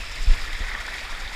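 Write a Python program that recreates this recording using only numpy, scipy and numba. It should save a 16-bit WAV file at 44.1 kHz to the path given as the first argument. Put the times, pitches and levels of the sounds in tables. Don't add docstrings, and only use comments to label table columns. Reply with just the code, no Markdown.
import sys
import numpy as np
from scipy import signal
from scipy.fft import rfft, irfft
from scipy.io import wavfile
from scipy.ndimage import uniform_filter1d
from numba import njit

SR = 44100
rng = np.random.default_rng(int(sys.argv[2]) if len(sys.argv) > 2 else 0)


def master(y):
    cut = np.clip(np.atleast_2d(y).T, -1, 1)
    pcm = np.round(cut * 32767)
    wavfile.write(sys.argv[1], SR, pcm.astype(np.int16))


def decibels_to_gain(level_db):
    exponent = np.asarray(level_db, float) / 20
    return 10 ** exponent


N = 59535


def level(x, rms_db):
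    return x * decibels_to_gain(rms_db) / np.sqrt(np.mean(x ** 2))


def shape(table, hz):
    table_hz, table_db = np.array(table).T
    return np.interp(np.log(hz), np.log(table_hz), table_db)


def colour(x, db_of):
    hz = np.maximum(np.fft.rfftfreq(N, 1 / SR), 1)
    return irfft(rfft(x) * decibels_to_gain(db_of(hz)), N)


def band(x, hz, width_hz):
    return signal.lfilter(*signal.iirpeak(hz, hz / width_hz, SR), x)


def bell(t, centre_s, length_s, narrowness=2):
    return np.exp(-((t - centre_s) / length_s * narrowness) ** 2)


def walk(rate_hz):
    hold = int(SR / rate_hz)
    steps = np.repeat(rng.standard_normal(N // hold + 1), hold)
    return 0.96 * uniform_filter1d(uniform_filter1d(steps, hold), hold)[:N]


@njit
def grains(at, hz, cycles, size, glide, n):
    out = np.zeros(n)
    for k in range(len(at)):
        life = int(cycles[k] * SR / hz[k])
        phase = 0.
        for i in range(min(5 * life, n - at[k])):
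            phase += 2 * np.pi * hz[k] * (1 + glide * i / life) / SR
            envelope = np.exp(-i / life) * min(1.3 * i / life, 1.)
            out[at[k] + i] += size[k] * envelope * np.sin(phase)
    return out


def bubble_size(u, spread_db):
    return decibels_to_gain(spread_db * np.minimum(-np.log(u), 2.1))


def fizz(per_s, lo_hz, hi_hz, cycles, spread_db, glide):
    u = rng.random((int(per_s * N / SR), 4)).T
    at = (u[0] * N).astype(np.int64)
    hz = lo_hz * (hi_hz / lo_hz) ** u[1]
    life = cycles * (.5 + u[2])
    size = bubble_size(u[3], spread_db) * hz / np.sqrt(life)
    return level(grains(at, hz, life, size, glide, N), 0)


def rush(table, bubbles, bubble_db, shared_db, own_db, rate_hz):
    x = colour(rng.standard_normal(N) + decibels_to_gain(bubble_db) * bubbles, lambda f: shape(table, f))
    surge_db = shared_db * walk(rate_hz)
    out = 0
    centres = 100 * 2. 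** np.arange(8)
    for centre in centres:
        def octave_db(f):
            octaves_off = abs(np.log2(np.clip(f, centres[0], centres[-1]) / centre))
            return 20 * np.log10(np.clip(1 - octaves_off, 1e-6, 1))
        out = out + colour(x, octave_db) * decibels_to_gain(surge_db + own_db * walk(2 * rate_hz))
    return level(out, 0)


# (time [s], chute stream level [dB], pipe spray level [dB])
FLOW = [(0, -48, -38.5), (.08, -42.5, -41), (.17, -39.5, -39), (.26, -49, -40), (.31, -39.5, -36),
        (.37, -38, -37.5), (.44, -37, -38.5), (.52, -36.5, -39), (.6, -35.5, -38.5), (.68, -33.5, -40),
        (.76, -33, -39), (.84, -37, -39.5), (.92, -33.5, -38.5), (1.03, -37, -38.5), (1.12, -36.5, -40),
        (1.19, -35.5, -38.5), (1.24, -38, -39.5), (1.35, -38, -39.5)]
# (frequency [Hz], density [dB per Hz])
CHUTE_SPECTRUM = [(70, -41), (160, -10), (300, -17.5), (600, -13.5), (1200, -7), (1900, -0.5), (2500, -8),
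                  (3500, -42)]
# (time [s], peak [dB], pitch [Hz])
PLOPS = [(0.0059, -27.5, 2510), (0.0123, -31.4, 1800), (0.0203, -26.5, 2350), (0.0322, -29.6, 2020),
         (0.1622, -28.5, 2490), (0.1759, -27.2, 2050), (0.3153, -26.3, 2440), (0.3365, -29.4, 1930),
         (0.3866, -25.6, 1730), (0.4178, -28.8, 2620), (0.4494, -31.4, 1290), (0.4753, -20.6, 1810),
         (0.4832, -26.9, 1800), (0.4989, -22.9, 1640), (0.5216, -26.0, 1730), (0.5295, -23.0, 1940),
         (0.5514, -26.6, 1750), (0.62, -26, 1750), (0.6383, -27.8, 2220), (0.6714, -24.9, 1960),
         (0.6834, -26.1, 2260), (0.6907, -25.0, 2030), (0.7145, -23.3, 1900), (0.7347, -26.4, 1840),
         (0.7619, -32.7, 1330), (0.7924, -26.3, 2120), (0.8007, -23.5, 2030), (0.8082, -26.5, 1400),
         (0.8158, -28.5, 1380), (0.8506, -24.3, 1900), (0.8698, -26.9, 2230), (0.8795, -21, 1450),
         (0.8862, -19.5, 1740), (0.9213, -27.3, 2530), (0.939, -23.4, 2110), (0.959, -25.0, 2120),
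         (0.9821, -22.2, 2340), (1.0, -26.3, 2180), (1.0316, -25.9, 2200), (1.0744, -29.1, 1900),
         (1.0889, -27.9, 2150), (1.1279, -22.0, 1740), (1.149, -27.4, 1310), (1.18, -28.5, 1670),
         (1.191, -27.3, 2350), (1.2039, -28.5, 1360), (1.2211, -28.6, 1760), (1.2537, -29.0, 1690),
         (1.3341, -28.5, 2130)]
# (time [s], peak [dB], pitch [Hz])
DRIPS = [(0.0948, -33.5, 4220), (0.122, -28.2, 5160), (0.1438, -31.9, 3450), (0.245, -29.1, 5060),
         (0.2984, -33.2, 2910), (0.3221, -30.8, 4520), (0.3264, -30.5, 3530), (0.333, -30.9, 3740),
         (0.4178, -29.4, 3560), (0.4183, -30.6, 4670), (0.4614, -30.3, 3670), (0.5071, -31.3, 3620),
         (0.5518, -31.5, 3740), (0.6204, -32.1, 3800), (0.788, -31.3, 3780), (0.866, -30.7, 4670),
         (0.9551, -30.3, 3550), (0.9798, -33.1, 3060), (0.9863, -32.1, 4200), (0.9896, -34.5, 2970),
         (1.0042, -29.4, 4620), (1.1154, -31.0, 5460), (1.1409, -30.4, 3030), (1.1503, -28.6, 3480),
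         (1.2035, -31.0, 5200), (1.2462, -32.0, 3740), (1.3424, -30.8, 4950)]
# (time [s], peak [dB], pitch [Hz])
GLUGS = [(0.035, -28.2, 1220), (0.1164, -33.4, 1010), (0.3345, -34.6, 850), (0.3494, -30.0, 1050),
         (0.4924, -29.2, 1180), (0.64, -30.1, 1160), (0.7177, -35.3, 810), (0.7374, -37.9, 500),
         (0.7471, -34.5, 810), (0.8195, -30.2, 1000), (0.8787, -27.8, 930), (1.0128, -35.6, 590),
         (1.0493, -33.8, 810), (1.0948, -30.9, 900), (1.1195, -26.8, 1090), (1.123, -35.0, 650),
         (1.2722, -34.2, 820), (1.3166, -30.4, 860), (0.735, -39, 228)]
# (time [s], peak [dB], pitch [Hz])
SLAPS = [
    (.3375, -20, 2600),
    (.3385, -24, 3400),
    (.7503, -12.5, 1810),
    (1.0515, -21.5, 4000),
    (1.2765, -19.5, 3480),
    (1.277, -22, 3950),
]


def chute(t):
    bubbles = fizz(2500, 200., 3500., cycles=5.0, spread_db=1.5, glide=.03)
    stream = rush(CHUTE_SPECTRUM, bubbles, -1.5, shared_db=.4, own_db=.9, rate_hz=23)
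    stream = stream + decibels_to_gain(-7.5) * gurgle(t, cycles=4.6, scatter=0.24, spread_db=1.3)
    single = 0
    for table, cycles in ((PLOPS, 4.5), (DRIPS, 6.), (GLUGS + SLAPS, 3.2)):
        s, peak_db, hz = np.array(table).T
        at = (s * SR).astype(np.int64)
        single = single + grains(at, hz, np.full(len(s), cycles), decibels_to_gain(peak_db + 2), .02, N)
    flow_s, stream_db, _ = np.array(FLOW).T
    return stream * decibels_to_gain(np.interp(t, flow_s, stream_db) - 3.0) + single


# (time [s], pitch [Hz])
GURGLE_PITCH = [
    (0, 2300),
    (.25, 2340),
    (.4, 1690),
    (.6, 1950),
    (.85, 1870),
    (.95, 2320),
    (1.04, 2150),
    (1.13, 1814),
    (1.35, 1900),
]


def gurgle(t, cycles, scatter, spread_db):
    u = rng.random((int(500 * N / SR), 4)).T
    at = (u[0] * N).astype(np.int64)
    hz = np.interp(t[at], *np.array(GURGLE_PITCH).T) * (1 + scatter * (2 * u[1] - 1))
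    life = cycles * (.5 + u[2])
    return level(grains(at, hz, life, bubble_size(u[3], spread_db), 0.022, N), 0)


# (frequency [Hz], density [dB per Hz])
SPRAY_SPECTRUM = [(300, -6), (1000, -3), (2300, -1), (3600, -2.5), (5000, -7), (7200, -12.5),
                  (10000, -22.5), (15500, -31)]
# (time [s], extra level [dB], centre [Hz], length [s])
SPLASHES = [(0.067, -1, 13500, 0.012), (0.12, 4, 5200, 0.015), (0.159, 5.5, 9000, 0.012),
            (0.23, 5, 7500, 0.028), (0.45, 3.5, 11000, 0.027), (0.533, 6, 7050, 0.013),
            (0.602, 3.5, 6000, 0.017), (0.675, 3.5, 7060, 0.07), (0.341, -1, 3500, .01),
            (0.81, 6, 7900, 0.017), (0.866, 6.5, 7000, 0.0061), (0.943, 5, 7900, 0.012),
            (0.983, 3, 6000, 0.032), (1.01, 4, 8000, 0.01), (1.047, 1, 4200, 0.014),
            (1.1, 2.5, 7950, 0.051), (1.118, 4, 5460, 0.021), (1.205, 4.5, 6000, 0.013),
            (1.334, 5.5, 7000, 0.019)]


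def spray(t):
    drops = fizz(6000, 1500., 16000., cycles=3.0, spread_db=3.4, glide=.03)
    hiss = rush(SPRAY_SPECTRUM, drops, -2, shared_db=.5, own_db=1.2, rate_hz=31)
    turn_away_s = .38
    facing = decibels_to_gain(-2) * np.exp(-(t / turn_away_s) ** 2)
    jet = band(hiss, 5200, 650) + 0.89 * band(hiss, 7500, 870) + 1.03 * band(hiss, 2660, 530)
    out = hiss + facing * jet
    for s, extra_db, hz, length_s in SPLASHES:
        out = out + (decibels_to_gain(extra_db) - 1) * bell(t, s, length_s) * band(hiss, hz, 1.02 * hz)
    flow_s, _, spray_db = np.array(FLOW).T
    treble_db = 1.5
    return out * decibels_to_gain(np.interp(t, flow_s, spray_db) + treble_db)


# (time of strongest push [s], size [dB], length [s], direction [+1 or -1])
JOLTS = [(0.0039, -21.6, 0.047, -1), (0.0304, -18.3, 0.014, -1), (0.0455, -28.5, 0.047, -1),
         (0.066, -27, 0.014, 1), (0.085, -29, 0.012, 1), (0.1006, -25.8, 0.018, -1),
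         (0.1121, -22.3, 0.014, 1), (0.1342, -24.8, 0.016, 1), (0.1593, -31.7, 0.055, -1),
         (0.178, -27, 0.012, 1), (0.196, -22.3, 0.013, -1), (0.2125, -12.6, 0.032, 1),
         (0.2319, -25.1, 0.012, -1), (0.2764, -1.2, 0.017, 1), (0.2874, -5.5, 0.048, -1),
         (0.3075, -2.7, 0.024, 1), (0.3411, -33.3, 0.027, -1), (0.3798, -20.2, 0.013, 1),
         (0.4078, -15.4, 0.054, 1), (0.4321, -25.7, 0.015, -1), (0.4531, -30.6, 0.012, -1),
         (0.4825, -19.6, 0.024, 1), (0.5196, -20.7, 0.035, 1), (0.5407, -22.2, 0.036, -1),
         (0.5536, -23.1, 0.011, 1), (0.5919, -24.8, 0.027, -1), (0.6093, -11.8, 0.016, 1),
         (0.6163, -16.9, 0.048, -1), (0.6386, -21.2, 0.015, 1), (0.657, -23.1, 0.021, -1),
         (0.6839, -20.7, 0.027, -1), (0.7215, -24.9, 0.016, -1), (0.7341, -23.8, 0.032, 1),
         (0.7933, -24.4, 0.019, -1), (0.8045, -25.8, 0.014, 1), (0.8555, -25.3, 0.015, -1),
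         (0.8988, -24.8, 0.02, -1), (0.9271, -30.0, 0.012, -1), (0.9394, -28.5, 0.016, 1),
         (1.0299, -25.9, 0.032, -1), (1.1109, -20.8, 0.037, -1), (1.136, -25.5, 0.033, 1),
         (1.1924, -31.6, 0.033, 1), (1.2064, -26.1, 0.021, -1), (1.2247, -22.6, 0.029, 1),
         (1.2578, -22.4, 0.01, -1), (1.2671, -23.1, 0.013, 1), (1.2981, -29.2, 0.026, 1),
         (1.3231, -29.8, 0.012, 1), (1.3474, -24.5, 0.046, -1)]
# (time [s], level [dB], length [s])
KNOCKS = [
    (0.002, -40, 0.01),
    (0.31, -38, 0.11),
    (.612, -38.5, 0.024),
    (0.19, -46, 0.03),
    (.492, -43, .04),
]


def handling(t):
    push = sum(way * decibels_to_gain(db) * bell(t, s, length_s, 4) for s, db, length_s, way in JOLTS)
    tremor = band(band(band(rng.standard_normal(N), 47, 52), 54, 60), 49, 95)
    swell = decibels_to_gain(1.5 * walk(12) - 6 * t)
    creak = level(band(band(rng.standard_normal(N), 96, 94), 98, 224), 0)
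    creak = creak * sum(decibels_to_gain(db) * bell(t, s, length_s) for s, db, length_s in KNOCKS)
    rocking = band(push, 22.3, 21.7)
    return rocking + level(tremor * swell, -46.5) + creak


# (frequency [Hz], width [Hz], gain [dB])
SHELL = [(1590, 76, -4), (2890, 320, -4.5), (4220, 167, -5.5), (5300, 280, 3), (6000, 830, -5),
         (7920, 920, -2.5)]


def housing(x):
    def shell_db(f):
        notches_db = sum(db * np.exp(-((f - hz) / width_hz) ** 2) for hz, width_hz, db in SHELL)
        return notches_db - 40 * (f > 15330)
    return colour(x, shell_db)


def scene():
    t = np.arange(N) / SR
    return (chute(t) + spray(t) + handling(t))[None]


def roll_off(x):
    return signal.sosfilt(signal.butter(12, 15900, fs=SR, output="sos"), x)


def record(dry):
    mix = housing(dry[0])[None]
    return roll_off(mix)


dry = scene()
out = record(dry)
master(out)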